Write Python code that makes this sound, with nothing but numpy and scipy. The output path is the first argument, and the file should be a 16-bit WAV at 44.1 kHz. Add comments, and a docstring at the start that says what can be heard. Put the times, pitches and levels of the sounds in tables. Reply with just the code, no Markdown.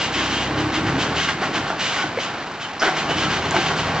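"""In a street, just behind the open loading drum of a refuse truck.
The diesel's firings form a pulse train that speeds up, sinks to idle and speeds up again.
The steel drum turns and rumbles, its resonances driven by the tumbling load. Sliding friction
makes the rubbish hiss in surges and stick-slip motion makes it squeak; hard pieces drop, knock
and set the drum's steel wall ringing, and two light ones clink."""
import sys
import numpy as np
from scipy import signal
from scipy.fft import rfft, irfft
from scipy.io import wavfile

SR = 44100
rng = np.random.default_rng(int(sys.argv[2]) if len(sys.argv) > 2 else 0)


def wrap_up_sound(samples):
    """Save the sound to the file named by the first command line argument, as 16-bit audio."""
    columns = np.atleast_2d(samples).T
    # keep every value between -1 and 1, then stretch to whole-number steps
    tamed = np.clip(columns, -1, 1)
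    steps = np.round(tamed * 32767).astype(np.int16)
    wavfile.write(sys.argv[1], SR, steps)


N = 176400
T = np.arange(N) / SR
HZ = np.arange(N // 2 + 1) * SR / N + 1e-3


def undb(db):
    """Amplitude ratio of a level in decibels."""
    return 10 ** (np.asarray(db) / 20)


def unit(x):
    """Normalisation to an rms of one."""
    return x / np.sqrt(np.mean(x ** 2))


def curve(points):
    """Linear interpolation through (time_s, value) points."""
    return np.interp(T, *np.array(points).T)


def colour(points):
    """Frequency response through (frequency_hz, gain_db) points."""
    hz, db = np.array(points).T
    return undb(np.interp(np.log(HZ), np.log(hz), db))


def band(hz, width_hz):
    """Frequency response of a damped resonator."""
    return 1 / (1 + 1j * (HZ ** 2 - hz ** 2) / (HZ * width_hz))


def shape(x, response):
    """Linear filtering, normalised to an rms of one."""
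    return unit(irfft(rfft(x) * response, N))


def noise():
    """Gaussian white noise."""
    return rng.standard_normal(N)


def walk(cutoff_hz):
    """Slow random fluctuation: low-passed noise with an rms of one."""
    return shape(noise(), 1 / (1 + (HZ / cutoff_hz) ** 4))


def grains(per_s, spread_db):
    """Shot noise: tiny random contacts of unequal strength."""
    size = undb(spread_db * np.minimum(rng.exponential(size=N), 5))
    return (rng.random(N) < per_s / SR) * size * rng.choice([-1, 1], N)


def envelope(start_s, attack_s, length_s, release_s):
    """Linear rise, hold until the length is over, then exponential decay."""
    rise = np.clip((T - start_s) / attack_s, 0, 1)
    return rise * np.exp(-np.maximum(T - start_s - length_s, 0) / release_s)


def engine():
    """Periodic excitation: each firing thumps, puffs gas and rattles the block, over a harmonic hum."""
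    # engine speed: time_s, firing_hz
    speed = [(0, 32), (.45, 33.1), (.7, 34.3), (.9, 35.3), (1.19, 39.8), (1.35, 38), (1.6, 30.5),
             (2.05, 24.3), (2.97, 21.5), (3.2, 32), (3.44, 40), (4, 39.4)]
    # relative strength of the four cylinders: gain_db
    cylinders = [0.97, -1, 0.86, -0.93]
    # exhaust pipe response: frequency_hz, gain_db
    pipe = [(20, -45.5), (35, -15.5), (48, -17), (66, -10.5), (105, 1.5), (150, 0), (200, -5.5),
            (300, -29.5), (450, -11.5), (900, -43)]
    # exhaust strength: time_s, level_db
    exhaust_level = [(0, -45), (.45, -53), (.57, -32), (.7, -34), (.85, -25.5), (1.17, -37.5), (1.23, -38),
                     (1.5, -34), (1.9, -39.5), (2.45, -44), (2.6, -45.5), (2.95, -54), (3.12, -29.5),
                     (3.45, -33), (3.7, -35.5), (4, -29)]
    # harmonics of the hum: firing_multiple, gain_db
    orders = [(2, -6), (3, -2), (4, -1), (5, -13), (7, -10), (9, -18), (10, -14), (12, -17)]
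    # gain common to those harmonics: time_s, gain_db
    hum_gain = [(0, -39), (.2, -33.5), (.45, -33), (.63, -29.5), (.8, -32), (1.17, -28), (1.26, -38),
                (1.6, -41), (1.9, -49), (2.4, -52), (2.95, -53), (3.15, -34), (3.4, -29), (3.7, -32),
                (4, -30.5)]
    jitter, scatter_db, puff_db, waver_db, clatter_db = .006, 1.8, 1, 2, -42
    puff_cycles, clatter_cycles = .57, .16
    body_hz, body_width_hz, drone_db = 307, 20, 22
    firing_hz = curve(speed)
    cycles = np.cumsum(firing_hz * (1 + jitter * walk(9.2))) / SR
    firings = np.flatnonzero(np.diff(np.floor(cycles)))
    pulses = np.zeros(N)
    pulses[firings] = undb(np.resize(cylinders, len(firings)) + scatter_db * noise()[:len(firings)])
    puffs = noise() * np.exp(-(cycles % 1) / puff_cycles)
    exhaust = shape(unit(pulses) + undb(puff_db) * unit(puffs), colour(pipe))
    clatter = shape(noise() * np.exp(-(cycles % 1) / clatter_cycles), band(1300, 2100) ** 2)
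    hum = 0
    for order, db in orders:
        # the truck body drones when a harmonic crosses its resonance
        detuning = 2 * (order * firing_hz - body_hz) / body_width_hz
        drone = 1 + undb(drone_db) / np.hypot(1, detuning) ** 2.42
        amplitude = undb(db + waver_db * walk(4)) * drone
        hum += amplitude * np.sin(2 * np.pi * (order * cycles + rng.random()))
    exhaust *= undb(curve(exhaust_level))
    return exhaust + hum * undb(curve(hum_gain)) + undb(clatter_db) * clatter


def steel(ring_db):
    """Modal superposition: the drum's resonances add to the direct sound."""
    # modes of the steel drum: pitch_hz, width_hz, gain_db
    modes = [(362, 190, -1.5), (663, 55, -5.5), (787, 137, -1), (1103, 56, -3.5), (1384, 62, -6),
             (1500, 27, -3), (1574, 24, -1), (2230, 22, -14.5), (2560, 18, -7), (2764, 45, -8),
             (2880, 41, -0.5), (3088, 32, 1)]
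    return 1 + undb(ring_db) * sum(undb(db) * band(hz, width) for hz, width, db in modes)


def tumbling():
    """Random impacts of the load on the turning wall merge into a rumble coloured by the steel."""
    # strength of the tumbling: time_s, level_db
    level = [(0, -26), (.45, -27), (.62, -24.5), (.8, -25.5), (1.15, -24), (1.3, -42), (1.37, -30.5),
             (1.43, -22), (1.5, -27), (1.6, -25.5), (1.79, -29), (2.03, -28), (2.11, -29), (2.35, -28),
             (2.6, -31.5), (2.79, -29.5), (2.92, -26.5), (3.2, -24.5), (4, -23)]
    # spectrum of the impacts: frequency_hz, gain_db
    spectrum = [(60, -20), (170, 3), (300, -5.5), (500, -2), (780, -1), (1100, -0.5), (1550, -1.5),
                (2100, -4), (3000, -9), (4500, -12.5), (6500, -21.5), (8000, -28.5)]
    flicker_db, thud_hz, full_thud_db, extra_db_per_db = .5, 600, -27, .8
    impacts = grains(per_s=3500, spread_db=.7) * undb(flicker_db * walk(30))
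    rumble = shape(impacts, colour(spectrum) * steel(ring_db=-1.5))
    # in gentle motion the low thuds fade faster than the rest
    thuds = irfft(rfft(rumble) / (1 + (HZ / thud_hz) ** 6), N)
    thud_gain = undb(extra_db_per_db * np.minimum(curve(level) - full_thud_db, 0))
    return (rumble + thuds * (thud_gain - 1)) * undb(curve(level))


def groan():
    """Forced vibration: the drum's shell groans in its low modes under the load."""
    # low modes of the shell: pitch_hz, width_hz, gain_db
    modes = [(264, 120, 10), (323.6, 15, -0.5)]
    # strength of the groan: time_s, level_db
    level = [(0, -47), (.17, -32.5), (.45, -31.5), (.56, -27), (.74, -32.5), (.82, -29.5), (.98, -27),
             (1.22, -38), (1.42, -32), (1.58, -31), (1.8, -40.5), (2.45, -38), (2.6, -46.5), (3.05, -34),
             (4, -42)]
    shell = sum(undb(db) * band(hz, width) for hz, width, db in modes)
    return shape(noise(), shell * band(303, 250)) * undb(curve(level))


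def scrapes():
    """Sliding friction: dense tiny contacts of bags on the wall hiss, crunch and make the steel sing."""
    # slides: start_s, length_s, level_db, crunch_re_hiss_db
    slides = [(-.02, 0.067, -23.5, -22), (0.114, 0.1, -24.5, -5.5), (0.21, 0.061, -26.5, -10),
              (0.284, 0.15, -26.5, -12.5), (0.556, .045, -29.5, 1), (0.715, 0.042, -25, -3),
              (0.842, 0.046, -31, 4), (0.975, 0.053, -24, -25), (1.142, .11, -23.5, -3.5),
              (1.267, 0.026, -23.5, 2), (1.409, 0.043, -30.5, 1.5), (1.524, 0.039, -24.5, -0.5),
              (1.655, 0.032, -31, -4), (1.779, 0.11, -23, -9), (1.9, 0.12, -26.5, -2),
              (2.178, 0.069, -27.5, -8), (2.595, 0.027, -29.5, -10), (2.8, 0.074, -25.5, 4),
              (2.944, 0.057, -26, -3.5), (3.07, 0.051, -27.5, -1.5), (3.15, 0.095, -25, -13),
              (3.276, 0.084, -26, -3.5), (3.408, 0.12, -32.5, -3), (3.527, 0.1, -25.5, -8.5),
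              (3.637, 0.042, -24.5, -21), (3.749, 0.055, -26, -17), (3.824, 0.053, -36, 2)]
    # spectrum of the hiss: frequency_hz, gain_db
    hiss_spectrum = [(300, -27.5), (900, -11), (1700, -4.5), (2300, -2), (3100, 0), (3700, -3),
                     (5000, -7.5), (6500, -11.5), (8000, -20)]
    # spectrum of the crunch: frequency_hz, gain_db
    crunch_spectrum = [(100, -20.5), (300, -11.5), (700, -4), (1100, 0.5), (1550, 0), (2200, 1.5),
                       (3500, -43.5), (8000, -26)]
    sing_hz, sing_db = 3094, -21.5
    wall = steel(ring_db=-.5)
    hiss = shape(grains(per_s=9000, spread_db=1.7), colour(hiss_spectrum) * wall)
    hiss += undb(sing_db) * shape(noise(), band(sing_hz, 290) ** 2 * wall)
    crunch = shape(grains(per_s=2600, spread_db=2.1), colour(crunch_spectrum) * wall)
    hiss_power, crunch_power = 0, 0
    for start, length, db, crunch_db in slides:
        power = (undb(db) * envelope(start, .029, length, release_s=.041)) ** 2
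        hiss_power += power
        crunch_power += power * undb(crunch_db) ** 2
    return hiss * np.sqrt(hiss_power) + crunch * np.sqrt(crunch_power)


def squeaks():
    """Stick-slip oscillation: rubbish on steel gives short tones that waver in pitch and level."""
    # squeaks: start_s, length_s, pitch_hz, level_db
    rubs = [(0, .05, 2804, -35), (0.16, 0.045, 3240, -39), (0.33, 0.053, 3180, -31),
            (.335, 0.075, 2850, -32), (1.163, .04, 2910, -38), (1.21, .08, 2800, -37),
            (1.2, 0.069, 1604, -33), (1.973, 0.026, 1478, -28), (2.03, 0.031, 1492, -31.5),
            (2.614, 0.034, 3040, -38), (3.09, 0.026, 2960, -31.5), (3.176, .03, 3030, -33),
            (3.209, 0.05, 2840, -36.5), (3.22, 0.06, 1605, -34), (3.225, .035, 1315, -30.5)]
    pitch_waver, waver_db = .005, 2
    out = np.zeros(N)
    for start, length, hz, db in rubs:
        grip = walk(55)
        tone = np.sqrt(2) * np.sin(2 * np.pi * np.cumsum(hz * (1 + pitch_waver * grip)) / SR)
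        out += tone * undb(db + waver_db * grip) * envelope(start, .005, length, release_s=.034)
    return out


def knocks():
    """Impact excitation: hard pieces ring hollowly, soon damped by the load; the struck wall rings on."""
    # blows: start_s, level_db, cutoff_hz, lower_note_hz, upper_note_hz, hollow_db, decay_s, ring_share
    blows = [(1.178, -27, 694, 377, 590, 14, .008, 0), (1.272, -25.5, 500, 270, 318, 21, .012, 0),
             (1.289, -22, 2410, 1620, 1900, 19, 0.0072, 0.06),
             (1.703, -19, 1370, 905, 1350, 8.4, 0.016, 0.087),
             (1.729, -22.5, 1010, 880, 1120, 13, 0.012, 0.3), (2.04, -22.5, 894, 306, 835, 9, 0.019, 0.3),
             (2.174, -12, 1400, 510, 2200, 22, .0035, 0), (2.187, -15.5, 1400, 560, 2230, 26, .004, 0),
             (2.82, -19.5, 1700, 326, 1420, 13, 0.013, 0.33),
             (2.826, -16, 1500, 705, 1450, 16.1, 0.0083, 0.44),
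             (2.834, -21, 1690, 330, 1680, 15, .014, 0.58), (2.853, -20.5, 1610, 392, 1670, 13, .012, 0.11),
             (2.87, -22, 1820, 380, 1430, 23, 0.01, 0.065), (2.879, -17.5, 1780, 336, 1410, 11, .01, 0.81),
             (2.891, -16, 1310, 664, 746, 8.9, 0.0064, 0.29), (2.98, -23, 885, 676, 805, 27, .009, 0.85),
             (3.094, -19, 1000, 268, 693, 8.7, 0.012, 0.15), (3.11, -23, 970, 510, 1250, 20, 0.019, .3),
             (3.544, -13.5, 900, 342, 745, 15, 0.0081, 0.099),
             (3.559, -16, 1590, 347, 870, 20, 0.013, 0.66),
             (3.565, -15.5, 2370, 1520, 2050, 19, 0.014, 0.3), (3.584, -18.5, 500, 338, 372, 13, .011, 0)]
    low_cut_hz, hollow_q, tail_s = 293, 9, .03
    tail_db, strike_db, ring_db = -29.5, 2.5, -2.5
    body = steel(ring_db=3) / (1 + low_cut_hz / (1j * HZ) - (low_cut_hz / HZ) ** 2)
    out = np.zeros(N)
    for start, db, cutoff_hz, lower_hz, upper_hz, hollow_db, decay_s, ring_share in blows:
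        age, struck = np.maximum(T - start, 0), T >= start
        fade = struck * (np.exp(-age / decay_s) + undb(tail_db) * np.exp(-age / tail_s))
        impulse = np.diff(1. * struck, prepend=0)
        force = unit(fade * noise()) + undb(strike_db) * unit(impulse)
        contact = 1 / (1 + 1.3j * HZ / cutoff_hz - (HZ / cutoff_hz) ** 2)
        hollow = 1 + undb(hollow_db) * sum(band(hz, hz / hollow_q) for hz in (lower_hz, upper_hz))
        out += undb(db) * np.sqrt(np.mean(fade ** 2)) * shape(force, body * contact * hollow)
        ringing = struck & (T < start + .5)
        out[ringing] += ring_share * undb(db + ring_db) * wall_ring(age[ringing])
    return out


def wall_ring(age):
    """Free vibration: the drum wall's modes decay, a little different in pitch at every blow."""
    # modes of the struck steel wall: pitch_hz, t60_s, gain_db
    modes = [(332, .14, -7), (377, .16, -7), (695, .24, -4), (755, .5, -3), (1435, .2, -8), (1626, .2, -11)]
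    ring = 0
    for hz, t60, db in modes:
        pitch_hz = hz * (1 + .0088 * rng.standard_normal())
        ring += undb(db) * np.exp(-np.log(1000) * age / t60) * np.sin(2 * np.pi * pitch_hz * age)
    return ring


def clinks():
    """Damped resonance: light pieces give brief bursts of high, band-limited noise."""
    # light pieces: start_s, centre_hz, width_hz, level_db, decay_s
    pieces = [(2.795, 5200, 1500, -31, 0.07), (3.508, 6800, 3600, -24, 0.0016)]
    return sum(undb(db) * envelope(start, .0015, .0017, decay) * shape(noise(), band(hz, width) ** 2)
               for start, hz, width, db, decay in pieces)


def stereo(x, lag_s):
    """Path difference: sound reaches the right first; house reflections make the sides' treble differ."""
    diffuse_db, diffuse_hz = -7, 5500
    spectrum = rfft(x)
    half_lag = np.exp(-1j * np.pi * HZ * lag_s)
    echoes = noise() * envelope(.003, .002, .005, release_s=.025)
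    echoes /= np.sqrt(np.sum(echoes ** 2))
    treble_tilt = np.minimum(HZ / diffuse_hz, 1.3) ** .92 + .017
    side = spectrum * rfft(echoes) * undb(diffuse_db) * treble_tilt
    return np.array([irfft(spectrum * half_lag - side, N), irfft(spectrum / half_lag + side, N)])


def scene():
    """Superposition of the sources at two close points, with a little air moving over each."""
    air_hz, air_db = 45, -74.5
    air = np.array([shape(noise(), band(air_hz, 70) ** 2) for _ in range(2)])
    truck = stereo(engine(), lag_s=4.5e-5)
    truck += stereo(tumbling() + groan() + knocks() + squeaks() + clinks(), lag_s=2.8e-5)
    truck += stereo(scrapes(), lag_s=3e-5)
    return truck + undb(air_db) * air


def record(dry):
    """Band limiting: a steep elliptic low-pass removes the top treble."""
    cutoff_hz = 7800
    return signal.sosfilt(signal.ellip(10, .2, 75, cutoff_hz, fs=SR, output="sos"), dry)


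dry = scene()
out = record(dry)
wrap_up_sound(out)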